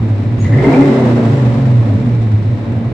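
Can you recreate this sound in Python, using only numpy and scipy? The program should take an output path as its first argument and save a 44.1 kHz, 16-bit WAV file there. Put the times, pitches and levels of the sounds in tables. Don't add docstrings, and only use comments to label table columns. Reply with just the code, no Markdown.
import sys
import numpy as np
from scipy import signal
from scipy.io import wavfile
from scipy.ndimage import uniform_filter1d

SR = 44100
rng = np.random.default_rng(int(sys.argv[2]) if len(sys.argv) > 2 else 0)


def master_out(mix):
    frames = np.transpose(np.atleast_2d(mix))
    ceiling = np.clip(frames, -1, 1)
    pcm = np.round(ceiling * 32767).astype(np.int16)
    wavfile.write(sys.argv[1], SR, pcm)


N = 129213
T = np.arange(N) / SR


# [t/s, four-stroke cycles per s]
ENGINE_SPEED = [(0, 13.86), (.2, 12.36), (.42, 12.34), (.5, 12.5), (.57, 16.6), (.64, 22), (.72, 30),
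                (.78, 33.9), (.83, 36.2), (.9, 34.1), (1.0, 32.2), (1.09, 29.8), (1.22, 28.6), (1.33, 27.6),
                (1.45, 23.7), (1.62, 21.9), (1.8, 19.3), (1.98, 15.5), (2.16, 14.7), (2.34, 13.1),
                (2.55, 12.47), (2.93, 10.17)]
CYLINDER_DB = [2, -0.5, -3.5, 1, -7, 1, -1, -2]
CYLINDERS = len(CYLINDER_DB)
FIRING_JITTER, FIRING_SPREAD_DB = 0.0064, 5
ORDER_MULTIPLE = [3, 4, 5, 6, 7, 8, 9, 10, 11, 12, 13, 16, 19, 21, 24, 27, 29, 32]
ORDER_DB = [-0.5, -5, 0.5, 0.5, -4, 0, -5, -3.5, -4.5, -1.5, -9.5, -12, -6.5, -7.5, -8, -5.5, -10, -10.5]
ORDER_WAVER_DB, WAVER_PER_S = 4.5, 12
BOOM_CLEAN, BARK_CLEAN, RASP_CLEAN = 2, 1.53, 0.17

# [t/s, level/dB]
BOOM_LEVEL = [(0.0, -5), (0.09, -17.5), (0.11, -8.5), (0.18, -15), (0.5, -9.5), (0.57, -5.5), (0.63, -17),
              (0.75, -34), (0.97, -14), (1.16, -10), (1.21, -26), (1.24, -11.5), (1.34, -7), (1.36, -11.5),
              (1.49, -7), (1.53, -14), (1.56, -12.5), (1.8, -5), (1.84, -14), (1.93, -8.5), (2.01, -14),
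              (2.16, -9.5), (2.32, -12), (2.35, -5.5), (2.4, -15), (2.52, -9.5), (2.58, -20), (2.78, -13),
              (2.83, -26), (2.87, -10.5), (2.9, -19.5)]
# [t/s, f/Hz]
BOOM_CENTRE = [(0, 108.3), (.2, 105.2), (.33, 119.3), (.47, 108), (.56, 123), (.62, 134), (.85, 137.5),
               (1.1, 116.4), (1.331, 124), (1.45, 119), (1.62, 127.6), (1.8, 115.5), (1.93, 107.8),
               (2.03, 123.7), (2.16, 118.3), (2.34, 107), (2.5, 114.8), (2.7, 110.3), (2.93, 119.2)]
BOOM_WIDTH_HZ, BOOM_TRIM_DB = 16.1, -0.5
# [f/Hz, width/Hz, level/dB]
THRUM_MODES = [(60, 51, 0)]
# [t/s, level/dB]
THRUM_LEVEL = [(0.0, -30), (0.22, -42), (0.69, -25), (0.77, -42), (0.99, -34), (1.01, -47), (1.48, -27.5),
               (1.78, -42), (1.84, -37), (2.2, -29), (2.24, -45), (2.93, -34.5)]
# [f/Hz, width/Hz, level/dB]
DRONE_MODES = [(140.1, 28.6, 3), (163.6, 88, -17.5)]
# [t/s, level/dB]
DRONE_LEVEL = [(0.0, -17.5), (0.129, -49), (0.54, -17), (0.6, -10.5), (0.631, -14), (0.87, -12),
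               (0.95, -23), (1.18, -18), (1.72, -48.5), (1.949, -18.5), (2.081, -22.5), (2.88, -35.5)]
THRUM_TRIM_DB, DRONE_TRIM_DB = 2, -1.5
# [f/Hz, width/Hz, level/dB]
GROWL_MODES = [(226.6, 21.9, 0)]
# [t/s, level/dB]
GROWL_LEVEL = [(0.0, -28.5), (0.049, -25.5), (0.15, -33.5), (0.18, -31), (0.56, -22), (0.73, -22.5),
               (0.8, -43), (0.901, -16), (1.238, -14.5), (1.31, -24.5), (1.58, -20), (1.631, -25),
               (1.68, -21), (1.84, -26.5), (2.07, -17.5), (2.119, -29), (2.85, -26), (2.88, -33.5)]
# [f/Hz, width/Hz, level/dB]
BARK_MODES = [(265, 37.7, 0)]
# [t/s, level/dB]
BARK_LEVEL = [(0.0, -35.5), (0.4, -27), (0.47, -38), (0.5, -23.5), (0.8, -6), (0.85, -18), (1.0, -14),
              (1.04, -20.5), (1.72, -25), (1.75, -36.5), (1.85, -20.5), (2.23, -39), (2.52, -32.5),
              (2.55, -31), (2.64, -25.5), (2.68, -32), (2.77, -30), (2.93, -40)]
# [t/s, level/dB]
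HONK_LEVEL = [(0.0, -37), (0.031, -43.5), (0.501, -34), (0.66, -11.5), (0.749, -18.5), (0.849, -14),
              (1.599, -32), (2.84, -47.5), (2.88, -47)]
# [t/s, f/Hz]
HONK_CENTRE = [(.6, 369.4), (.68, 389), (.88, 400), (1.03, 377.9), (1.12, 362), (1.4, 385.2)]
GROWL_TRIM_DB, BARK_TRIM_DB, HONK_TRIM_DB, HONK_WIDTH_HZ = 3.5, 2.5, 0.5, 37.3

# [t/s, rasp level/dB, hiss level/dB before trim]
GAS_LEVELS = [(0.0, -33, -47), (0.35, -33.5, -46.5), (0.46, -35, -40), (0.51, -27, -42), (0.71, -17, -33),
              (1.12, -20, -37), (1.15, -27, -36.5), (1.17, -20, -38.5), (1.3, -23, -37), (1.7, -27.5, -42),
              (1.79, -31.5, -43.5), (1.82, -27.5, -43), (2.41, -36.5, -47), (2.75, -30.5, -48.5),
              (2.89, -34, -51), (2.9, -33.5, -50)]
# [f/Hz, width/Hz, level/dB]
RASP_MODES = [(446.9, 24, 7), (500, 54, 4), (567.2, 19.6, 9.5), (622.4, 37, 1.5), (686.5, 45, 1),
              (756.4, 36, -4.5), (857, 70, -6.5), (995, 210, -11)]
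# [f/Hz, relative level/dB per Hz]
RASP_SPECTRUM = [(250, -14.5), (450, -8), (600, -3.5), (850, -1.5), (1200, -10), (1700, -9), (2400, -36),
                 (4000, -57.5)]
# [f/Hz, relative level/dB per Hz]
HISS_SPECTRUM = [(900, 6.5), (1500, 2.5), (2200, 2), (2900, -3.5), (3900, -3), (5000, -11), (6500, -11.5),
                 (8500, -36), (11000, -22.5), (13000, -41.5)]
PUFF_S, PUFF_DEPTH = 0.011, 0.4
RASP_RING_DB, RASP_NOISE_DB, HISS_TRIM_DB = 0.5, -6, 4.5

# [f/Hz, width/Hz, level/dB]
BLARE_MODES = [(724, 69, -1), (904, 58, 3.5), (1180, 220, -17.5)]
BLARE_S, BLARE_LENGTH_S, BLARE_DB = 0.714, 0.11, -21
# [centre t/s, length/s, f/Hz, level/dB of the upper tone]
CHIRPS = [(0.459, .026, 2000, -29), (0.532, 0.015, 1860, -24.5), (0.535, 0.028, 1980, -29),
          (0.588, 0.0066, 2120, -24.5), (0.602, 0.02, 1980, -26), (0.645, 0.02, 2093, -22),
          (0.712, 0.026, 2140, -30.5), (0.682, 0.0097, 2156, -23.5), (0.74, .01, 2306, -21),
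          (0.771, 0.0064, 2284, -23.5), (0.82, 0.011, 2070, -23.5), (0.983, .17, 2037, -35.5)]
CHIRP_WIDTH_HZ, CHIRP_LOWER_RATIO, CHIRP_LOWER_DB = 160, 0.928, -7.5
THROTTLE_S, THROTTLE_LENGTH_S, THROTTLE_DB = 0.412, 0.023, -40
THROTTLE_HZ, THROTTLE_WIDTH_HZ = 6680, 560
THROTTLE_LEFT_DB = -3
# [f/Hz, width/Hz, level/dB]
WHIRR_MODES = [(968, 120, -0.5), (2053, 386, 3), (2243, 200, -3.5), (3796, 810, -6.5)]
WHIRR_DB, WHIRR_DB_PER_DOUBLING, IDLE_CYCLES_PER_S = -46, 3.5, 11.9
# [f/Hz, relative level/dB per Hz]
BAY_SPECTRUM = [(15, -57), (25, -28), (54, -15), (89, -25.5), (121, -5), (169, -13.5), (225, -10),
                (349, -13), (386, -25.5), (451, -29), (615, -32), (1560, -37), (2360, -41.5), (8360, -70.5),
                (12000, -117), (15600, -147), (22000, -120)]
BAY_DB = -24.5

# [f/Hz, correlation]
STEREO_LIKENESS = [(100, 0.87), (250, 1), (500, 0.28), (1000, 0), (2000, 0.013), (4000, 0), (12000, 0.066)]
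# [f/Hz, left minus right level/dB]
STEREO_BALANCE = [(100, -4), (1000, -0.5), (2000, 0.2), (4000, 0.5), (8000, 3.5), (12000, 21)]
ROOM_T60_S, BOOM_WET_DB, BARK_WET_DB, RASP_WET_DB, BELT_WET_DB = 0.43, -22.5, -12.5, -7.5, -0.5
CUTOFF_HZ, FADE_OUT_S = 14600, 0.0041


def firings(cycles):
    chance = rng.standard_normal((700, 2))
    k = np.arange(int(cycles[-1] * CYLINDERS))
    times = np.interp(k / CYLINDERS + FIRING_JITTER * chance[k, 0], cycles, T)
    strength_db = np.resize(CYLINDER_DB, len(k)) + FIRING_SPREAD_DB * chance[k, 1]
    pulses = np.zeros(N)
    pulses[np.clip(times * SR, 0, N - 1).astype(int)] = from_db(strength_db)
    return pulses


def engine_orders(cycles, speed):
    steady, upper = 0, 0
    pulse_scale = 2 * CYLINDERS * speed / SR
    for k, db in zip(ORDER_MULTIPLE, ORDER_DB):
        phase = 2 * np.pi * k * cycles + k * k
        line = from_db(db) * np.cos(phase) * pulse_scale
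        steady = steady + line
        if k >= CYLINDERS - 1:
            upper = upper + line * from_db(ORDER_WAVER_DB * drift(WAVER_PER_S))
    return steady, upper


def exhaust_note(pulses, lines, upper):
    low = pulses + BOOM_CLEAN * lines
    high = pulses + BARK_CLEAN * upper
    boom = gliding(low, BOOM_CENTRE, BOOM_WIDTH_HZ, BOOM_LEVEL, BOOM_TRIM_DB)
    boom += voiced(low, THRUM_MODES, THRUM_LEVEL, THRUM_TRIM_DB)
    boom += voiced(low, DRONE_MODES, DRONE_LEVEL, DRONE_TRIM_DB)
    bark = voiced(high, GROWL_MODES, GROWL_LEVEL, GROWL_TRIM_DB)
    bark += voiced(high, BARK_MODES, BARK_LEVEL, BARK_TRIM_DB)
    bark += gliding(high, HONK_CENTRE, HONK_WIDTH_HZ, HONK_LEVEL, HONK_TRIM_DB)
    balance = from_db([[-.35], [.35]])
    return workshop(boom, BOOM_WET_DB) * balance + workshop(bark, BARK_WET_DB)


def exhaust_gas(pulses, upper):
    rasp_db, hiss_db = in_time(GAS_LEVELS)
    puffs = signal.lfilter([1], [1, -np.exp(-1 / (PUFF_S * SR))], pulses + 1e-18)
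    puffs = evened(puffs, 0.065)
    turbulence = 0.098 * puffs * rng.standard_normal(N)
    ring = evened(pipe(pulses + RASP_CLEAN * upper + turbulence, RASP_MODES), 0.024)
    chop = rms_one(1 - PUFF_DEPTH + PUFF_DEPTH * puffs)
    rasp = from_db(RASP_RING_DB) * workshop(ring, RASP_WET_DB)
    rasp = rasp + from_db(RASP_NOISE_DB) * chop * stereo_noise(RASP_SPECTRUM)
    hiss = rms_one(1 + 1.4 * puffs) * stereo_noise(HISS_SPECTRUM)
    return from_db(rasp_db) * rasp + from_db(hiss_db + HISS_TRIM_DB) * hiss


def blare(pulses):
    ring = evened(pipe(pulses, BLARE_MODES), .04)
    return workshop(from_db(BLARE_DB) * swell(BLARE_S, BLARE_LENGTH_S) * ring, wet_db=-4)


def belt():
    chirps = 0
    for s, length_s, hz, db in CHIRPS:
        upper_tone = whistle(hz, CHIRP_WIDTH_HZ)
        lower_tone = whistle(hz * CHIRP_LOWER_RATIO, 2 * CHIRP_WIDTH_HZ)
        squeal = upper_tone + from_db(CHIRP_LOWER_DB) * lower_tone
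        chirps = chirps + from_db(db) * swell(s, length_s) * squeal
    return workshop(chirps, BELT_WET_DB)


def throttle():
    air = swell(THROTTLE_S, THROTTLE_LENGTH_S) * whistle(THROTTLE_HZ, THROTTLE_WIDTH_HZ)
    balance = from_db([[THROTTLE_LEFT_DB], [-THROTTLE_LEFT_DB]])
    return workshop(from_db(THROTTLE_DB) * air, wet_db=1.5) * balance


def whirr(speed):
    ring = evened(pipe(rng.standard_normal(N), WHIRR_MODES), .05)
    level_db = WHIRR_DB + WHIRR_DB_PER_DOUBLING * np.log2(speed / IDLE_CYCLES_PER_S)
    return workshop(ring * from_db(level_db), wet_db=1.5)


def engine_bay():
    return from_db(BAY_DB) * stereo_noise(BAY_SPECTRUM)


def workshop(x, wet_db):
    t = T[:SR // 2]
    tail = rng.standard_normal((2, len(t))) * from_db(-60 * t / ROOM_T60_S)
    tail *= t > .004
    tail /= np.sqrt(np.sum(tail ** 2, axis=1, keepdims=True))
    wet = from_db(wet_db)
    room = signal.fftconvolve(x[None], tail, axes=1)[:, :N]
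    return (x + wet * room) / np.sqrt(1 + wet ** 2)


def voiced(source, modes, level, trim_db):
    return evened(pipe(source, modes), 0.099) * from_db(in_time(level)[0] + trim_db)


def gliding(source, centre, width_hz, level, trim_db):
    ring = moving_resonance(source, in_time(centre)[0], width_hz)
    return evened(ring, .04) * from_db(in_time(level)[0] + trim_db)


def pipe(x, modes):
    return sum(from_db(db) * resonance(x, hz, width) for hz, width, db in modes)


def resonance(x, hz, width_hz):
    r = np.exp(-np.pi * width_hz / SR)
    b = (1 - r * r) / 2 * np.array([1, 0, -1])
    a = [1, -2 * r * np.cos(2 * np.pi * hz / SR), r * r]
    return signal.lfilter(b, a, signal.lfilter(b, a, x + 1e-18))


def moving_resonance(x, hz, width_hz):
    turn = np.exp(2j * np.pi * np.cumsum(hz) / SR)
    r = np.exp(-np.pi * width_hz / SR)
    return np.real(turn * signal.lfilter([(1 - r) ** 2], [1, -2 * r, r * r], x / turn))


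def whistle(hz, width_hz):
    return evened(resonance(rng.standard_normal(N), hz, width_hz), 0.024)


def stereo_noise(spectrum):
    out = 0
    edges = 22 * 2 ** (np.arange(20) / 2)
    white = rng.standard_normal((2, 2, N))
    signs = np.array([[1], [-1]])
    for k, (low, high) in enumerate(zip(edges, edges[1:])):
        hz = np.sqrt(low * high)
        if high > spectrum[0][0] and low < spectrum[-1][0]:
            band = signal.butter(2, [low, high], "band", fs=SR, output="sos")
            mid, side = signal.sosfilt(band, white[k % 2])
            alike = np.clip(at_hz(STEREO_LIKENESS, hz), -1, 1)
            gain = from_db(at_hz(spectrum, hz) + signs * at_hz(STEREO_BALANCE, hz) / 2)
            out = out + gain * (np.sqrt(1 + alike) * mid + np.sqrt(1 - alike) * side * signs)
    return rms_one(out)


def swell(s, length_s):
    return np.exp(-2 * ((T - s) / length_s) ** 2)


def drift(rate):
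    return np.interp(T * rate, np.arange(200), rng.standard_normal(200))


def evened(x, window_s):
    width = int(window_s * SR)
    power = uniform_filter1d(uniform_filter1d(x * x, width), width)
    return x / np.sqrt(power + 1e-14)


def rms_one(x):
    return x / np.sqrt(np.mean(x ** 2) + 1e-20)


def from_db(db):
    return 10 ** (np.asarray(db) / 20)


def in_time(rows):
    s, *columns = np.transpose(rows)
    return [np.interp(T, s, column) for column in columns]


def at_hz(points, hz):
    table = np.array(points)
    return np.interp(np.log(hz), np.log(table[:, 0]), table[:, 1])


def scene():
    speed, = in_time(ENGINE_SPEED)
    cycles = np.cumsum(speed) / SR
    pulses = firings(cycles)
    lines, upper = engine_orders(cycles, speed)
    exhaust = exhaust_note(pulses, lines, upper) + exhaust_gas(pulses, upper) + blare(pulses)
    return exhaust + belt() + throttle() + whirr(speed) + engine_bay()


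def record(dry):
    rounded = dry / (1 + (dry / .95) ** 6) ** (1 / 6)
    fade = np.sin(np.pi / 2 * np.clip((T[-1] - T) / FADE_OUT_S, 0, 1)) ** 2
    top_cut = signal.cheby2(12, 70, CUTOFF_HZ, fs=SR, output="sos")
    return signal.sosfilt(top_cut, rounded * fade)


dry = scene()
out = record(dry)
master_out(out)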